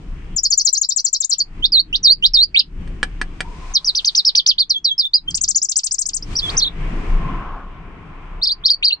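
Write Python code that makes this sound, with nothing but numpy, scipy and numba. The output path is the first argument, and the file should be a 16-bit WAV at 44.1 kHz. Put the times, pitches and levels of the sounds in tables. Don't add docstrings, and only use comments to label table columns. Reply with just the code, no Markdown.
import sys
import numpy as np
from scipy import signal
from scipy.fft import rfft, irfft
from scipy.io import wavfile
from scipy.ndimage import uniform_filter1d
from numba import njit

SR = 44100
rng = np.random.default_rng(int(sys.argv[2]) if len(sys.argv) > 2 else 0)


def to_wav(sig):
    pcm = np.clip(np.atleast_2d(sig), -1, 1) * 32767
    pcm = np.round(pcm).astype(np.int16)
    wavfile.write(sys.argv[1], SR, pcm.T)


N = 396900

OCTAVE_DB, OCTAVE_BREATH_DB, BREATH_DB = -35, -35, -27
BREATH_HZ = 500
WOBBLE = .012
FLUTTER_DB = 2
LEAD_S, RUN_ON_S = .0035, .01
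RUN_ON_SHARE = .52

ECHO_T60_S, ECHO_DB = .049, -4.5
LATE_T60_S, LATE_DB = .12, -16.5
WALL_HZ = 6500
PORT_LAG_S = .00019
SHADOW_HZ, SHADOW_DB = 7220, -23.5
DUCK_FROM_DB, DUCK_SLOPE, DUCK_RELEASE_S = -34.5, .53, .06
CEILING = .93
SHELF_HZ, SHELF_DB, TOP_HZ = 9600, -19, 15300

# start_s, turn_s, end_s, start_hz, turn_hz, end_hz, start_db, turn_db, end_db
DIPS = [(0.3632, 0.3870, 0.3980, 7300, 4780, 5780, -17.5, -15, -12),
        (0.4336, 0.4585, 0.4710, 7210, 4350, 5420, -12.5, -11, -9.5),
        (0.5039, 0.5300, 0.5455, 7230, 4360, 6200, -15, -11.5, -15),
        (0.5761, 0.6055, 0.6215, 7400, 4130, 6150, -8, -18, -12),
        (0.6502, 0.6810, 0.6975, 7500, 3970, 6100, -8.5, -13, -13.5),
        (0.7293, 0.7586, 0.7870, 7790, 4010, 6730, -7, -20.5, -12),
        (0.8145, 0.8417, 0.8540, 7330, 3860, 5500, -9.5, -23, -16.5),
        (0.8896, 0.9150, 0.9295, 7710, 3630, 5730, -9.5, -22.5, -13),
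        (0.9629, 0.9915, 1.0065, 7720, 4020, 6150, -11, -17, -16),
        (1.0453, 1.0735, 1.0900, 7760, 4140, 6180, -10, -19.5, -19),
        (1.1302, 1.1541, 1.1719, 7500, 3910, 5630, -10, -17.5, -19.5),
        (1.2045, 1.2325, 1.2539, 7600, 3500, 7260, -7.5, -28.5, -10),
        (1.2956, 1.3228, 1.3400, 7850, 4050, 5900, -14, -16.5, -14.5),
        (1.3834, 1.4070, 1.4237, 7480, 4290, 4950, -20, -14, -19)]
SCOOPS = [(1.7212, 1.7789, 1.8054, 5030, 3720, 4550, -17.5, -7.5, -11.5),
          (2.0307, 2.0807, 2.1330, 6180, 3730, 5000, -17, -7, -10.5),
          (2.3369, 2.3793, 2.4432, 5440, 3594, 4850, -14.5, -8.5, -10.5)]
RISES = [(1.6243, 1.6515, 1.6628, 3030, 3680, 5140, -27, -4.5, -12),
         (1.9291, 1.9563, 1.9650, 2770, 3930, 5570, -17.5, -10.5, -13.5),
         (2.2255, 2.2560, 2.2694, 2798, 3983, 5340, -20, -2, -12),
         (5.2764, 5.2880, 5.2960, 3060, 3250, 3430, -30.5, -14.5, -16),
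         (6.2250, 6.2300, 6.2360, 4820, 5550, 6000, -26, -23, -35)]
CRESTS = [(3.7380, 3.7413, 3.7769, 6130, 6500, 3370, -27, -20.5, -5.5),
          (3.8454, 3.8574, 3.9039, 4600, 6250, 3610, -19.5, -19, -9.5),
          (3.9503, 3.9612, 4.0018, 3400, 6100, 2750, -14.5, -13.5, -19),
          (4.0461, 4.0570, 4.0969, 3180, 6453, 3220, -15, -15.5, -12),
          (4.1502, 4.1611, 4.2043, 3360, 6490, 3590, -15.5, -12, -11.5),
          (4.3516, 4.3624, 4.4042, 3200, 6170, 3045, -11.5, -11, -11.5),
          (4.4626, 4.4735, 4.5199, 3440, 6340, 2910, -10.5, -10, -12),
          (4.5827, 4.5980, 4.6346, 3190, 4940, 3249, -17.5, -7, -20)]
ARCHES = [(5.3449, 5.3645, 5.3809, 4620, 8820, 3230, -13, -22, -20),
          (5.4113, 5.4265, 5.4470, 5770, 8580, 4100, -15.5, -20, -9.5),
          (5.4788, 5.4975, 5.5165, 4650, 7975, 4260, -16.5, -16, -17),
          (5.5480, 5.5665, 5.5870, 4420, 7300, 4200, -20.5, -12.5, -24.5),
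          (5.6181, 5.6390, 5.6560, 4920, 8120, 4900, -17, -15, -22.5),
          (5.6885, 5.7070, 5.7238, 5200, 8470, 3950, -13.5, -25.5, -11.5),
          (5.7585, 5.7770, 5.7974, 4620, 8150, 3430, -17, -15, -19.5),
          (5.8344, 5.8550, 5.8751, 4640, 8880, 3480, -22.5, -15, -19.5),
          (5.9106, 5.9340, 5.9520, 4600, 8700, 4570, -20, -15.5, -23),
          (5.9839, 6.0050, 6.0260, 5020, 8860, 4400, -17, -15, -16.5),
          (6.0561, 6.0810, 6.0960, 4800, 10020, 3620, -19, -11.5, -19),
          (6.1341, 6.1580, 6.1750, 4780, 8600, 4370, -21, -18, -23),
          (6.3543, 6.3750, 6.4018, 4660, 5950, 3550, -19.5, -20, -18.5)]

# time_place [0-2], pitch_place [0-2], offset_db
DIP_PATH = [(.48, 0.29, -1), (0.619, .52, -2), (.84, .9, -3), (1.25, 1.14, -0.5), (1.601, 1.75, 1.8),
            (1.8, 1.96, 0.5)]
SCOOP_PATH = [(.45, .55, 5.0), (.8, .9, 1.5), (1.599, 1.5, 1.5)]
RISE_PATH = [(.45, 0.31, -1.5), (1.551, 1.52, 0)]
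CREST_PATH = [(.35, 0.62, 6.0), (.75, .9, -8.5), (1.15, 1.17, -3), (1.35, 1.36, 4), (1.7, 1.68, 0)]
ARCH_PATH = [(.45, 0.5, 2.3), (.75, .88, 7.5), (1.35, 1.16, 3.0), (1.55, 1.36, 3.7), (1.75, 1.64, 3.4)]
# time_s, pitch_hz, level_db
WARBLES = [
    [(1.336, 5000, -16.5), (1.343, 3680, -26), (1.348, 2950, -28.5)],
    [(2.5440, 5300, -40.5), (2.5515, 4300, -19), (2.5560, 5070, -41)],
    [(2.5451, 2504, -18), (2.5527, 2165, -18.5), (2.5647, 3420, -9), (2.5789, 4070, -2.5),
     (2.5876, 4260, -41), (2.5941, 5300, -6), (2.6061, 3090, -7)],
    [(4.2482, 3331, -26), (4.2525, 5000, -7.5), (4.258, 5940, -18), (4.264, 5420, -14), (4.2765, 5250, -9),
     (4.292, 4220, -13), (4.3008, 3230, -15.5)],
    [(4.697, 6140, -15), (4.7111, 4350, -8), (4.7370, 3570, -35), (4.7480, 3510, -18), (4.7560, 3270, -22),
     (4.7640, 3260, -10.5), (4.7730, 3355, -23.5), (4.7850, 3310, -15)],
    [(4.8446, 5800, -17.5), (4.8522, 4800, -7), (4.8631, 4070, -17.5), (4.8850, 3780, -13.5),
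     (4.9000, 3420, -24), (4.9165, 3234, -12), (4.9397, 3296, -29.5)],
    [(4.9807, 5080, -15), (4.9905, 5380, -18), (4.997, 4910, -8), (5.0264, 3550, -25.5),
     (5.0480, 3470, -20), (5.0600, 3700, -13), (5.0740, 3484, -16)],
    [(5.1352, 3920, -17.5), (5.1410, 4650, -10), (5.1592, 4936, -6), (5.1660, 4460, -26.5),
     (5.1897, 3830, -24.5)],
    [(5.3025, 8400, -25.5), (5.3072, 7400, -28.5), (5.3116, 4800, -17), (5.314, 4270, -31)],
    [(6.4203, 3220, -28.5), (6.4377, 3520, -20), (6.4600, 3480, -22), (6.4680, 3250, -19.5),
     (6.4760, 3270, -31), (6.4830, 3330, -18.5), (6.4932, 3240, -16.5), (6.502, 4720, -14.5)],
    [(6.5687, 5200, -13), (6.5780, 6310, -9), (6.5948, 5380, -13.5), (6.6100, 3160, -26.5),
     (6.6275, 4440, -8.5), (6.6503, 3194, -20), (6.6688, 3980, -17), (6.6841, 3350, -14.5)],
    [(8.4154, 3540, -33), (8.4285, 4280, -12.5), (8.4426, 5396, -14), (8.4610, 3460, -20.5),
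     (8.4785, 5100, -12), (8.496, 3455, -20), (8.5264, 4860, -10)],
    [(8.6378, 3255, -29.5), (8.6585, 4590, -9.5), (8.6685, 5550, -15), (8.6900, 3150, -20.5),
     (8.7070, 5085, -6), (8.7250, 4190, -20.5), (8.7496, 4680, -17.5)],
    [(8.8272, 2460, -18), (8.8348, 3850, -15), (8.8550, 5170, -6.5), (8.8690, 3994, -14.5),
     (8.8860, 4710, -11), (8.899, 3290, -29), (8.9099, 2686, -16), (8.9170, 3280, -31),
     (8.9230, 3950, -16.5), (8.9361, 4300, -6)],
]
# pitch_hz, gain_db
THROAT_GAIN = [(2500, 4), (3500, -3), (4300, -1.57), (4900, 0.5), (5800, -3.5), (6600, 2), (7400, 1.5),
               (8300, -4.5), (9300, -16)]
# time_s, left_minus_right_db
FACING = [(0.4, 0.7), (1.4, 2), (1.65, -5), (2.6, -3.0), (3.8, -1.5), (5.2, -2.5), (5.5, -0.5), (6.5, -2),
          (8.5, 0)]

# start_s, level_db (before a common trim)
RAPS = [(2.8757, -30.5), (3.03, -3.5), (3.2147, -7), (3.4056, -4), (3.677, -49)]
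# pitch_hz, level_db (before each rap's random change), t60_s
PERCH_MODES = [(340, -14, 0.032), (752, -25, 0.13), (1270, -67.5, .04), (1720, 2.5, 0.023),
               (1890, -10, 0.052), (2350, -6, 0.027), (3050, -3.5, 0.013), (5000, -22, 0.051),
               (8500, -9.5, 0.046)]

# (relative, per Hz)
RUMBLE_SPECTRUM = [(14, -28.5), (26, 5.5), (45, -14), (71, -14), (95, -18), (125, -22.5), (160, -14.5),
                   (222, -25.5), (306, -25), (420, -33), (601, -45), (3170, -49), (4540, -77.5),
                   (9050, -73)]
# (relative, per Hz)
STREET_SPECTRUM = [(150, -21), (300, -2.5), (430, 1), (580, -9), (700, -1.5), (850, -5.5), (1050, -1),
                   (1500, -8), (2400, -7.5), (4000, -27.5), (9000, -39)]
# time_s, rumble_db, street_db
SWELL = [(0, -30.5, -52.5), (0.351, -23, -53.5), (0.601, -42, -54), (1.25, -45, -60), (1.45, -32.5, -48.5),
         (1.65, -24.5, -48.5), (2.001, -24, -54.5), (2.55, -25.5, -68), (2.801, -24, -55.5),
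         (3.752, -30.5, -42.5), (4.3, -37, -44.5), (4.8, -34.5, -58), (5.15, -41.5, -64), (5.302, -20, -52),
         (5.799, -44, -55), (6.25, -21, -44.5), (6.548, -15, -22), (6.751, -20.5, -38.5), (7.3, -20.5, -34),
         (7.65, -31, -47.5), (8.399, -30.5, -44.5), (9, -35.5, -46)]
# time_s, centre_hz, level_db, broad_share [0-1]
DRONE_PATH = [(3.381, 900, -85.5, .1), (3.45, 957, -43, 0), (3.7, 1033, -47.5, 0), (3.8, 1062, -39.5, 0.53),
              (4.2, 1029, -69, 1), (6.701, 1044, -62, 0.3), (7.299, 1043, -32, 0.2),
              (7.6, 1096, -35.5, 0.77), (7.68, 1052, -46.5, 0.57), (8.4, 1051, -48.5, 0.59)]
# narrow_hz, broad_hz
DRONE_WIDTHS = (130, 930)
# time_s, level_db
HISS_LEVEL = [(3.299, -61), (3.701, -47.5), (4.1, -37), (4.603, -67.5), (6.1, -59), (6.502, -28),
              (6.701, -56.5), (7.1, -52), (7.5, -80.5)]


def undb(db):
    return 10 ** (np.asarray(db) / 20)


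def level(x, db):
    return x * undb(db) / np.sqrt(np.mean(x ** 2))


def shape(x, gain):
    return irfft(rfft(x) * gain(np.fft.rfftfreq(x.shape[-1], 1 / SR) + 1e-3), x.shape[-1])


def over_time(table):
    s, *columns = np.transpose(table)
    return [np.interp(np.arange(N) / SR, s, column) for column in columns]


def walk(rate):
    k = int(SR / rate)
    steps = np.repeat(rng.standard_normal(N // k + 1), k)
    return 1.1 * uniform_filter1d(uniform_filter1d(steps, k), k)[:N]


def warbler():
    out, lead = np.zeros(N), int(LEAD_S * SR)
    breath = shape(rng.standard_normal(N), lambda f: 1 / (1 + (f / BREATH_HZ) ** 4))
    breath = level(breath, BREATH_DB)
    patchy = undb(5 * walk(50))
    wobble = 1 + WOBBLE * walk(120)
    flutter_db = FLUTTER_DB * walk(250)
    octave = undb(OCTAVE_DB) + undb(OCTAVE_BREATH_DB - BREATH_DB) * breath
    for s, hz, db in notes():
        i = np.arange(int(s[0] * SR) - lead, min(int((s[-1] + RUN_ON_S) * SR), N))
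        slope = np.diff(hz) / np.diff(s)
        first_hz = hz[0] - slope[0] * LEAD_S
        last_hz = max(hz[-1] + RUN_ON_SHARE * slope[-1] * RUN_ON_S, 1500)
        path_s = np.r_[s[0] - LEAD_S, s, s[-1] + RUN_ON_S]
        pitch = np.interp(i / SR, path_s, np.r_[first_hz, hz, last_hz])
        for _ in range(2):
            pitch = uniform_filter1d(pitch, size=120, mode="nearest")
        phase = 2 * np.pi * np.cumsum(pitch * wobble[i]) / SR
        tone = (1 + breath[i]) * np.sin(phase) + patchy[i] * octave[i] * np.sin(2 * phase)
        fade_in = (i - i[0]) / (1.155 * lead)
        fade_out = (i[-1] - i) / (1.517 * RUN_ON_S * SR)
        fade = np.clip(np.minimum(fade_in, fade_out), 0, 1) ** 3
        throat_db = np.interp(pitch, *np.transpose(THROAT_GAIN))
        note_db = flutter_db[i] + np.interp(i / SR, s, db) + throat_db
        out[i] += np.sqrt(2) * undb(note_db) * fade * tone
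    return out


def notes():
    kinds = ((DIPS, DIP_PATH), (SCOOPS, SCOOP_PATH), (RISES, RISE_PATH),
             (CRESTS, CREST_PATH), (ARCHES, ARCH_PATH))
    places = np.arange(3)
    for rows, path in kinds:
        bends = sorted(list(path) + [(p, p, 0) for p in places])
        when, pitch, offset_db = np.transpose(bends)
        for s, hz, marks_db in np.reshape(rows, (-1, 3, 3)):
            db = offset_db + np.interp(when, places, marks_db)
            yield np.interp(when, places, s), np.interp(pitch, places, hz), db
    yield from map(np.transpose, WARBLES)


def raps():
    out, t = np.zeros(N), np.arange(int(SR / 5)) / SR
    chance = rng.standard_normal((len(RAPS), len(PERCH_MODES)))
    for (s, rap_db), weights in zip(RAPS, chance):
        ring = np.zeros(len(t))
        for (hz, db, t60), weight in zip(PERCH_MODES, weights):
            ring += undb(db + 2.9 * weight) * np.sin(2 * np.pi * hz * t) * 1000. 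** (-t / t60)
        crack = shape(rng.standard_normal(len(t)), lambda f: f / (f + 500) / (1 + f / 1500))
        crack = level(crack, -6) * 1000. ** (-t / .031)
        i = int(s * SR)
        out[i:i + len(t)] += undb(rap_db - 7.5) * (ring + crack)
    return out


def room(x):
    t = np.arange(int(SR / 2)) / SR
    tails = rng.standard_normal((2, 2, len(t))) * np.clip(t / .004, 0, 1)
    response = 0
    for tail, t60, db in zip(tails, (ECHO_T60_S, LATE_T60_S), (ECHO_DB, LATE_DB)):
        tail = tail * 1000. ** (-t / t60)
        response = response + undb(db) * tail / np.sqrt(np.sum(tail ** 2, axis=1, keepdims=True))
    response = shape(response, lambda f: 1 / np.sqrt(1 + (f / WALL_HZ) ** 4))
    return signal.fftconvolve(x[None], response, axes=1)[:, :N]


def murk(spectrum, db, alike_hz, flicker_db):
    hz, density_db = np.transpose(spectrum)
    f = np.fft.rfftfreq(N, 1 / SR) + 1e-3
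    colour = undb(np.interp(np.log(f), np.log(hz), density_db))
    mid, side = rfft(rng.standard_normal((2, N))) * colour
    both = mid + side * np.array([[1], [-1]]) / np.sqrt(1 + (alike_hz / f) ** 2)
    out = 0
    for centre in np.arange(4, 14.5):
        band = np.cos(np.pi / 2 * np.clip(np.log2(f) - centre, -1, 1)) ** 2
        out = out + irfft(both * band, N) * undb(flicker_db * walk(9))
    return level(out, 0) * undb(db)


def drone():
    hz, db, broad = over_time(DRONE_PATH)
    broad = np.clip(broad, 0, 1)
    phase = 2 * np.pi * np.cumsum(hz) / SR
    out = 0
    for width, share in zip(DRONE_WIDTHS, (1 - broad, broad)):
        sway = shape(rng.standard_normal((2, N)), lambda f: 1 / (1 + (2 * f / width) ** 4))
        band = sway[0] * np.cos(phase) + sway[1] * np.sin(phase)
        out = out + np.sqrt(share) * level(band, 0)
    return out * undb(db)


def hiss():
    noise = shape(rng.standard_normal((2, N)),
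                  lambda f: 1 / (1 + (2500 / f) ** 4) / (1 + (f / 6000) ** 2))
    return level(noise, 0) * undb(over_time(HISS_LEVEL)[0])


@njit
def follow(x, fall):
    y, e = np.empty(len(x)), 0.
    for i in range(len(x)):
        e = max(abs(x[i]), e * fall)
        y[i] = e
    return y


def suppressor(song):
    peak = follow(song, np.exp(-1 / (DUCK_RELEASE_S * SR)))
    loud_db = 20 * np.log10(peak + 1e-9)
    duck_db = DUCK_SLOPE * np.minimum(DUCK_FROM_DB - loud_db, 0)
    return undb(uniform_filter1d(duck_db, size=1500))


def scene():
    song, knocks = warbler(), raps()
    late_song = shape(song, lambda f: np.exp(-2j * np.pi * f * PORT_LAG_S))
    facing_db, = over_time(FACING)
    near = np.array([song, late_song]) * undb(np.array([facing_db, -facing_db]) / 2)
    near = near + knocks * undb([[-1.2], [1.2]])
    rumble_db, street_db = over_time(SWELL)
    background = murk(RUMBLE_SPECTRUM, rumble_db, 900, 2.86)
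    background = background + murk(STREET_SPECTRUM, street_db, 830, 1.5) + drone() + hiss()
    background *= undb([[.8], [-.8]])
    left, right = near + room(song + knocks) + background * suppressor(song)
    shaded = shape(right, lambda f: undb(SHADOW_DB / (1 + (SHADOW_HZ / f) ** 12)))
    return np.array([left, shaded])


def record(dry):
    held = CEILING * dry / (CEILING ** 6 + dry ** 6) ** (1 / 6)
    shelved = shape(held, lambda f: undb(SHELF_DB / (1 + (SHELF_HZ / f) ** 40)))
    return signal.sosfilt(signal.ellip(8, .2, 70, TOP_HZ, fs=SR, output="sos"), shelved)


dry = scene()
out = record(dry)
to_wav(out)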